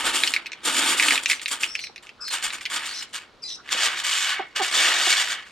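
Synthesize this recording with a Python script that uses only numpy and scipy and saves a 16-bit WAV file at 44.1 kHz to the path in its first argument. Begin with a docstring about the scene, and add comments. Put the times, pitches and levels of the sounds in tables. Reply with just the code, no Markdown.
"""A dry rattle comes first: feed pellets are shaken, then poured, from a plastic scoop into a wood and
wire run beside a brick wall. Countless tiny knocks make the rattle, the scoop's walls colour it, and
single pellets click on the frame close by. A hen gives a few short, falling clucks, and sparrows
chirp further off in the echo of the yard. The scoop rubs in the hand, and the hand bumps the camera
softly, over a quiet outdoor hush."""
import sys
import numpy as np
from scipy import signal
from scipy.fft import rfft, irfft, next_fast_len
from scipy.io import wavfile
from scipy.ndimage import uniform_filter1d

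SR = 44100
rng = np.random.default_rng(int(sys.argv[2]) if len(sys.argv) > 2 else 0)


def bounce(signal):
    """Save signal as a 16-bit WAV file at the path given by the first command-line argument."""
    frames = np.transpose(np.atleast_2d(signal))
    limited = np.clip(frames, -1, 1)
    pcm = np.round(limited * 32767).astype(np.int16)
    wavfile.write(sys.argv[1], SR, pcm)


N = 242991

TIP_START_S, TIP_LENGTH_S = 1.65, 2.2  # the scoop tilts and empties
CONTACTS_PER_S, MORE_CONTACTS_PER_S, BRISK_DB = 1000, 2700, -27  # barely moving; extra at this level
RATTLE_DB, TREBLE_DB, TIPPED_TREBLE_DB, HOLLOW_DB = 3, 6, 6.5, -21.5
# Tone of the rattle in the full scoop and in the tipped one: (frequency [Hz], level [dB])
FULL_TONE = [(71, -26), (120, -26), (272, -2), (393, -9), (473, -6.5), (805, -9), (892, -3), (1010, -7.5),
             (1140, -5.5), (1240, 0), (3740, -3), (6500, -4), (7050, -0.5), (8660, -3), (16000, -24.5)]
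TIPPED_TONE = [(71, -71), (120, -35.5), (188, -33.5), (348, -24.5), (630, -13.5), (712, -10.5), (949, -8.5),
               (1190, -1.5), (1700, 4), (2200, 1), (4060, -3), (5870, -4), (7500, -5.5), (9400, -15.5),
               (14400, -26.5), (16000, -37)]
# Pitches that the scoop's walls boost or weaken: (pitch [Hz], width [Hz], gain [dB])
WALL_RESONANCES = [(284, 15.4, 7), (345, 29, 8), (908, 12, 4.5), (1126, 30, 3), (1366, 54, -8.5),
                   (2260, 75, 6), (3210, 60, 0.5), (3680, 120, 5), (3820, 150, 2.2), (6650, 380, -2),
                   (7530, 2700, 1)]
# Bass of the pellets drumming on the scoop's floor: (time [s], gain [dB])
DRUMMING_BASS = [(0, -5.5), (.65, -1.5), (1.1, -3), (1.5, -5.5), (2.35, -11), (2.72, -1.5), (3.15, -16),
                 (3.76, 8.5), (3.95, 7), (4.3, -4), (4.78, 11), (5.5, 1)]


def pellets():
    """The more pellets move, the more often they knock together; the scoop's walls colour the rattle."""
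    t = np.arange(N) / SR
    level, treble = flow()
    rate = CONTACTS_PER_S + MORE_CONTACTS_PER_S * level / amp(BRISK_DB)
    grains = contacts(rate, scatter_db=5, t60=.009)
    grains += amp(-11.5) * np.array([pings(t60=.045, scatter_db=-8) for _ in range(2)])
    grains = np.array([scoop_echoes(row, db=-6, t60=.03) for row in grains])
    walls = lambda hz: sum(db / (1 + (2 * (hz - pitch) / width) ** 2)
                           for pitch, width, db in WALL_RESONANCES)
    full = unit(filtered(grains, lambda hz: amp(along(FULL_TONE, hz) + walls(hz))))
    light = unit(filtered(grains, lambda hz: amp(along(TIPPED_TONE, hz) + walls(hz))))
    tipped = np.clip((t - TIP_START_S) / TIP_LENGTH_S, 0, 1)
    rattle = full * (1 - tipped) + light * tipped
    # heavy shoves drum the scoop, quick sliding adds the treble
    low = filtered(rattle, lambda hz: along([(380, 1), (950, 0)], hz))
    high = filtered(rattle, lambda hz: along([(1800, 0), (6500, 1)], hz))
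    drumming = amp(np.interp(t, *np.transpose(DRUMMING_BASS)))
    body = rattle - high + low * (drumming - 1)
    sound = body * level * amp(RATTLE_DB) + high * treble * amp(TREBLE_DB + TIPPED_TREBLE_DB * tipped)
    return sound + amp(HOLLOW_DB) * np.array([hollow_ring(row * tipped) for row in sound])


SLIDE_FADE_DB_PER_S = 300  # fade before and after a slide
SHAKE_T60, SHAKE_TREBLE_T60 = .33, .18  # a T60 is the seconds a sound takes to fade by 60 dB
SETTLE_DB, SETTLE_T60 = -7.5, .3  # a few pellets keep settling after each shake
# Long slides of pellets, one list each: (time [s], rattle level [dB], treble level [dB])
SLIDES = [
    [(0.0, -23, -33.5), (0.032, -29, -41), (0.068, -17.5, -26), (0.124, -28, -41.5), (0.156, -21.5, -26),
     (0.204, -27.5, -34), (0.352, -35, -39), (0.408, -36.5, -65), (0.432, -42.5, -62), (0.5, -44.5, -83),
     (0.62, -49.5, -70)],
    [(0.62, -54, -74), (0.652, -30.5, -28), (0.68, -20.5, -28.5), (0.72, -26.5, -35), (0.792, -21, -24),
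     (0.812, -21.5, -32), (0.92, -21, -25), (0.968, -26, -38), (0.976, -25, -29), (1.144, -21.5, -28),
     (1.232, -40, -53.5)],
    [(2.68, -60, -66), (2.688, -61, -77), (2.7, -35, -41), (2.768, -26, -33), (2.792, -30, -45),
     (3.0, -42.5, -50), (3.028, -34, -38.5), (3.072, -52.5, -74), (3.108, -67, -66)],
    [(3.672, -45.5, -64), (3.704, -36.5, -49.5), (3.724, -24.5, -27.5), (3.752, -28.5, -39.5),
     (3.86, -22, -27.5), (3.88, -24.5, -37.5), (3.952, -31.5, -49), (4.0, -31, -35), (4.032, -34.5, -51),
     (4.044, -28.5, -33), (4.184, -28, -32.5), (4.324, -25.5, -38.5), (4.436, -36, -71), (4.484, -56, -69),
     (4.54, -54, -77)],
    [(4.54, -59, -92), (4.564, -25, -34), (4.616, -29, -44), (4.636, -27, -33), (4.708, -34, -42.5),
     (4.748, -23.5, -29), (4.88, -20, -29.5), (4.924, -23, -34), (5.084, -24.5, -30), (5.112, -21.5, -25),
     (5.156, -26.5, -35), (5.204, -23, -29), (5.264, -30.5, -41.5), (5.324, -29, -36), (5.384, -36, -59.5),
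     (5.504, -53.5, -63)],
]
# Short shakes of the scoop: (time [s], swell [s], rattle level [dB], treble level [dB])
SHORT_SHAKES = [(1.227, 0.005, -35, -35.5), (1.274, 0.029, -29.5, -26.5), (1.412, 0.0087, -41, -38),
                (1.477, .006, -49, -32), (1.504, 0.013, -26, -27.5), (1.593, 0.039, -30.5, -31.5),
                (1.787, 0.013, -50, -53), (1.833, 0.0078, -60, -57), (2.022, 0.012, -44.5, -53.5),
                (2.3, 0.041, -25, -29.5), (2.418, 0.025, -25, -28.5), (2.516, 0.021, -33, -38),
                (2.603, 0.017, -41, -45.5), (2.852, 0.011, -36, -36.5), (3.125, 0.027, -33, -37)]


def flow():
    """How strong the rattle and its treble are as the pellets slide, get shaken and settle."""
    t = np.arange(N) / SR
    rattle_power, treble_power = np.zeros((2, N))
    for slide in SLIDES:
        times, rattle_db, treble_db = np.transpose(slide)
        fade_db = -SLIDE_FADE_DB_PER_S * np.abs(t - np.clip(t, times[0], times[-1]))
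        rattle_power += amp(np.interp(t, times, rattle_db) + fade_db) ** 2
        treble_power += amp(np.interp(t, times, treble_db) + fade_db) ** 2
    age = seconds(1)
    for start, swell, rattle_db, treble_db in SHORT_SHAKES:
        rise, after = np.minimum(age / swell, 1), np.maximum(age - swell, 0)
        sliding = amp(-60 * after / SHAKE_T60)
        settling = amp(SETTLE_DB - 60 * after / SETTLE_T60)
        add(rattle_power, start, (rise * amp(rattle_db)) ** 2 * (sliding ** 2 + settling ** 2))
        add(treble_power, start, (rise * amp(treble_db - 60 * after / SHAKE_TREBLE_T60)) ** 2)
    return np.sqrt(rattle_power), np.sqrt(treble_power)


def contacts(rate, scatter_db, t60):
    """Random knocks of uneven force, each a brief crackle; the rows are direct and scattered sound."""
    knocks = rng.random(N) < rate / SR
    force = knocks * amp(scatter_db * np.clip(rng.standard_normal(N), -2, 2))
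    power = np.abs(ring(force ** 2 / rate, amp(-120 * seconds(t60) / t60)))
    return unit(np.sqrt(power) * rng.standard_normal((2, N)))


def pings(t60, scatter_db, count=3500):
    """Some knocks ring briefly, each at its own pitch between 600 and 4800 Hz."""
    when, pitch, softness = rng.random((3, count, 1))
    t = seconds(min(t60, .04))
    hz = 600 * 8 ** pitch
    waves = np.sqrt(hz) * amp(scatter_db * softness) * np.sin(2 * np.pi * hz * t) * amp(-60 * t / t60)
    index = (when * N).astype(int) + np.arange(len(t))
    return unit(np.bincount(index.ravel(), waves.ravel(), N)[:N])


def scoop_echoes(x, db, t60):
    """Sound bounces inside the scoop, so some high pitches grow and others cancel."""
    echoes = butter(burst(t60), 2, 1500, 'high')
    return x + amp(db) * ring(x, echoes)


def hollow_ring(x, hz=2084, width_hz=480, t60=.35):
    """The emptier scoop keeps ringing at a cluster of close pitches."""
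    ringing = butter(burst(t60), 2, [hz - width_hz / 2, hz + width_hz / 2], 'band')
    return ring(x, ringing / np.linalg.norm(ringing))


RING_SCATTER = .17  # the upper tones differ from spot to spot by this share of their pitch
CRACK_DB, CRACK_SCATTER_DB, TAIL_DB, TAIL_T60 = -9, 8, -1, .058
# Tones of a struck spot on the frame: (pitch ratio, level [dB], time to fade by 60 dB [s])
FRAME_TONES = [(1.002, 4, 0.0038), (1.37, 3, 0.0025), (1.75, 10, 0.0011)]
# Single pellets hitting the frame: (time [s], level [dB], pitch [Hz])
FRAME_HITS = [(0.2343, -0.5, 2330), (0.2673, -14.5, 2570), (0.2738, -7, 3000), (0.337, -3.5, 2530),
              (.362, -6, 2210), (0.4586, -19, 2460), (.4654, -18, 2500), (.5177, -19.5, 2470),
              (0.5306, -20, 2420), (0.9286, -9, 2280), (0.9966, -1, 2230), (1.025, -2, 2270),
              (1.0326, -3, 2260), (1.044, -10, 2040), (1.083, -2.5, 2740), (1.1066, -2.5, 2200),
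              (1.1212, -6.5, 2300), (1.1561, -8.5, 2270), (1.1764, -6, 2480), (1.2578, -4, 2560),
              (1.298, -4, 2300), (1.311, -5.5, 2630), (1.3174, -7, 2160), (1.3304, -8.5, 2180),
              (1.395, -19, 2640), (1.415, -20, 2120), (1.4577, -8, 2640), (1.481, -11.5, 2370),
              (1.6324, -6, 2540), (1.6411, -7.5, 2830), (1.7516, -9.5, 2480), (1.7907, -17, 2580),
              (1.8386, -17.5, 2500), (1.869, -23.5, 2350), (1.959, -23, 2430), (1.9784, -27, 2540),
              (2.0681, -27.5, 2520), (2.091, -26, 2600), (2.28, -17.5, 1670), (2.503, -15.5, 2500),
              (2.549, -22, 2500), (2.583, -26.5, 2370), (2.609, -20, 2300), (2.653, -12.5, 2930),
              (2.6595, -12, 2360), (3.689, -17, 2000), (3.9723, -16, 2390), (4.56, -14, 2820)]


def frame_hits():
    """A hard pellet gives a brief ring and a crack; the frame scatters a short tail."""
    direct, scattered = np.zeros((2, N))
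    t = seconds(.02)
    is_upper = np.arange(len(FRAME_TONES)) > 0
    for start, db, hz in FRAME_HITS:
        detunes = 1 + RING_SCATTER * rng.standard_normal(len(FRAME_TONES)) * is_upper
        tick = sum(amp(level - 60 * t / t60) * np.sin(2 * np.pi * ratio * detune * hz * t)
                   for (ratio, level, t60), detune in zip(FRAME_TONES, detunes))
        tick *= 1 - np.exp(-t / .00042)  # very quick fade-in
        tick /= np.abs(tick).max()
        add(tick, 0, amp(CRACK_DB + CRACK_SCATTER_DB * rng.standard_normal()) * burst(.015))
        add(direct, start + .001198, amp(db) * tick)
        add(direct, start + .002, amp(db + TAIL_DB) * ring(tick, burst(TAIL_T60)))
        add(scattered, start + .0013, amp(db + 2) * ring(tick, burst(.032)))
    # the light frame gives off no bass, and the pellets no extreme treble
    thin = butter([direct, scattered], 4, 1600, 'high')
    return butter(thin, 2, 10000, 'low')


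# Harmonics (multiples of the pitch) of the hen's voice: (multiple, level [dB])
HEN_HARMONICS = [(1, 1), (2, 6.5), (3, -2.5), (4, -9)]
# The hen's clucks: (time [s], length [s], relative level [dB], starting pitch [Hz])
HEN_CLUCKS = [(1.895, 0.0085, -59, 455), (3.746, 0.011, -53, 288), (4.393, 0.016, -39.5, 443),
              (4.596, 0.0305, -38.5, 443.5), (5.068, 0.014, -43, 422)]


def hen(fall=.21):
    """Short, wavering clucks that drop by a share of their pitch, strongest on the second harmonic."""
    out = np.zeros(N)
    for start, length, db, start_hz in HEN_CLUCKS:
        progress = seconds(length) / length
        waver = 1 + .025 * wobble(len(progress), smooth_samples=90)
        phase = 2 * np.pi * np.cumsum(start_hz * (1 - fall * progress) * waver) / SR
        voice = sum(amp(level) * np.sin(k * phase) for k, level in HEN_HARMONICS)
        add(out, start, amp(db + 13) * unit(voice * np.sin(np.pi * progress) ** .51))
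    return out


ARCH_PER_S, CHIRP_FALL, FLUTTER, TREMOR_DB = .98, .0316, .091, 3  # the first three scale with pitch
# Harmonics of a sparrow's voice, the second one strongest: (multiple, level [dB])
SPARROW_HARMONICS = [(1, -13), (2, 7), (3, -9), (4, -15.5)]
# Chirps: (time [s], length [s], relative level [dB], pitch of the second harmonic [Hz], buzz [0-1])
SPARROW_CHIRPS = [(1.265, .115, -44, 5780, .08), (1.669, .11, -38.5, 5350, .4),
                  (1.773, .098, -38.5, 4280, .65), (1.8, .078, -40.5, 5650, .45),
                  (2.205, .09, -35, 5100, .4), (2.247, .078, -34, 4230, .37), (2.88, .06, -36, 4450, .7),
                  (2.935, .081, -34.5, 5450, .9), (2.948, .064, -38, 4150, .6),
                  (3.421, .014, -39, 5400, .2), (3.43, .016, -31, 4800, .1), (3.444, .039, -37, 3990, 0),
                  (3.448, .034, -35, 4920, .36), (3.473, .092, -36, 5480, .86),
                  (3.475, .069, -36.5, 3900, .9)]


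def sparrows():
    """Whistles that arch up and down, or turn flat and raspy with more buzz; their loudness trembles."""
    out = np.zeros(N)
    for start, length, db, hz, buzz in SPARROW_CHIRPS:
        progress = seconds(length) / length
        flutter = wobble(len(progress), int(.001 * SR))
        tremor = wobble(len(progress), int(.004 * SR))
        arch = ARCH_PER_S * length * (1 - buzz) ** 4 * np.sin(np.pi * progress ** 1.5)
        pitch = hz * (1 + arch + CHIRP_FALL * (.5 - progress) + FLUTTER * buzz * flutter)
        phase = 2 * np.pi * np.cumsum(pitch / 2) / SR
        voice = sum(amp(level) * np.sin(k * phase) for k, level in SPARROW_HARMONICS)
        add(out, start, amp(db + TREMOR_DB * tremor) * unit(voice * np.sin(np.pi * progress) ** .31))
    return filtered(out, lambda hz: 1 / np.sqrt(1 + (hz / 10500) ** 20))  # trim the highest treble


# The scoop rubbing in the hand: (time [s], length [s], level [dB])
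SCOOP_RUBS = [(2.179, 0.1, -45), (3.57, 0.056, -48.5)]


def scoop_rubs():
    """The scoop shifts in the hand between pours with a soft, narrow band of noise."""
    rub = filtered(rng.standard_normal((2, N)), lambda hz: 1 / (1 + ((hz - 1350) / 280) ** 4))
    return swells(SCOOP_RUBS) * unit(rub)


# The hand bumping the camera: (time [s], length [s], level [dB])
HAND_BUMPS = [(0, 0.14, -50), (1.665, 0.11, -65), (2.443, .06, -51), (2.58, .05, -55)]


def hand_bumps(top_hz=80):
    """The hand knocks the camera now and then: low thuds, different on the left and right."""
    rumble = butter(rng.standard_normal((2, N)), 2, top_hz, 'low')
    return swells(HAND_BUMPS) * unit(rumble)


# How long the yard echoes: (frequency [Hz], time to fade by 60 dB [s])
YARD_FADE = [(200, 0.073), (2000, 0.27), (5000, 0.21), (8000, 0.15), (14000, 0.036)]


def yard_echo(x, delay_samples=300):
    """The walls throw back a blur of echoes, different at each ear."""
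    hz, t, spectrum = signal.stft(rng.standard_normal((2, SR // 2)), SR, nperseg=256)
    fade = amp(-60 * t / along(YARD_FADE, hz)[:, None])
    tails = signal.istft(spectrum * fade, SR, nperseg=256)[1]
    delayed = np.pad(x, (delay_samples, 0))
    return np.array([ring(delayed, tail / np.linalg.norm(tail)) for tail in tails])


# Tone of the outdoor hush: (frequency [Hz], relative level [dB])
AIR_TONE = [(15, -32), (25, -5.5), (70, -5), (125, -4.5), (163, -7), (213, -2), (438, -2.5), (655, -5.5),
            (1420, -6), (1720, -12), (4150, -12), (12400, -40), (15000, -49)]


def air():
    """A quiet, steady outdoor hush, mostly shared by both ears."""
    noise = rng.standard_normal((2, N)) + 1.6 * rng.standard_normal(N)
    return amp(-55) * unit(filtered(noise, lambda hz: amp(along(AIR_TONE, hz))))


# How alike the two sides sound: (frequency [Hz], likeness [0-1])
STEREO_LIKENESS = [(100, 0.37), (500, 0.93), (2000, 0.98), (4000, 0.86), (8000, 0.81), (13000, 0.1)]
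# Which side is louder: (frequency [Hz], left minus right [dB])
STEREO_BALANCE = [(150, 0.5), (300, -6.5), (600, -2.5), (1200, -1.5), (4000, 0.5), (8000, 0.5),
                  (13000, 1.2)]


def microphones(direct_and_scattered, lead_s=.000018):
    """Two microphones: the left hears slightly sooner, and scattered sound differs between them."""
    angle = lambda hz: np.arccos(along(STEREO_LIKENESS, hz)) / 2
    shares = lambda hz: np.array([np.cos(angle(hz)), np.sin(angle(hz))])
    mid, side = filtered(direct_and_scattered, shares)
    sign = np.array([[1], [-1]])  # left, right
    balance = lambda hz: amp(sign * along(STEREO_BALANCE, hz) / 2)
    return filtered(mid + sign * side, lambda hz: balance(hz) * np.exp(1j * np.pi * hz * lead_s * sign))


def amp(db):
    """Turn decibels into a gain."""
    return 10 ** (np.asarray(db) / 20)


def unit(x):
    """Scale a sound to an average power of 1."""
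    return x / np.sqrt(np.mean(x ** 2) + 1e-20)


def along(points, hz):
    """Read between (frequency, value) points on a log frequency axis."""
    frequencies, values = np.transpose(points)
    return np.interp(np.log(hz + 1), np.log(frequencies + 1), values)


def seconds(length):
    """The time of each sample in a sound of this length."""
    return np.arange(int(length * SR)) / SR


def filtered(x, response):
    """Multiply each frequency in x by response(hz)."""
    size = next_fast_len(N + SR // 2)
    return irfft(rfft(x, size) * response(np.fft.rfftfreq(size, 1 / SR)), size)[..., :N]


def butter(x, order, hz, kind):
    """Keep the lows, the highs or a band; a higher order cuts more steeply."""
    return signal.sosfilt(signal.butter(order, hz, kind, fs=SR, output='sos'), x)


def add(track, start, sound):
    """Mix a sound into a track at a start time in seconds."""
    part = track[max(round(start * SR), 0):][:len(sound)]
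    part += sound[:len(part)]


def swells(events):
    """A loudness curve with one smooth rise and fall for each event."""
    curve = np.zeros(N)
    for start, length, db in events:
        add(curve, start, amp(db) * np.sin(np.pi * seconds(length) / length))
    return curve


def wobble(count, smooth_samples):
    """A smoothed random wiggle."""
    return unit(uniform_filter1d(rng.standard_normal(count), smooth_samples))


def burst(t60):
    """A dying puff of noise with energy 1."""
    t = seconds(t60 + .001)
    x = rng.standard_normal(len(t)) * amp(-60 * t / t60)
    return x / np.linalg.norm(x)


def ring(x, response):
    """Let every sample of x set off a copy of the response."""
    return signal.fftconvolve(x, response)[:N]


def scene():
    """Feed and hen close by, sparrows in the echo of the yard."""
    feed = pellets() + frame_hits()
    clucks, chirps = hen(), sparrows()
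    birds = clucks + amp(-2.5) * chirps
    near = microphones(feed + scoop_rubs() + [birds, ring(birds, burst(.012))])
    echo = yard_echo(amp(-18) * feed[0] + amp(-10.5) * clucks + amp(-11.5) * chirps)
    return near + echo + air() + hand_bumps()


def record(dry, top_hz=15900):
    """The camera keeps nothing above its highest frequency."""
    return filtered(dry, lambda hz: hz < top_hz)


dry = scene()
out = record(dry)
bounce(out)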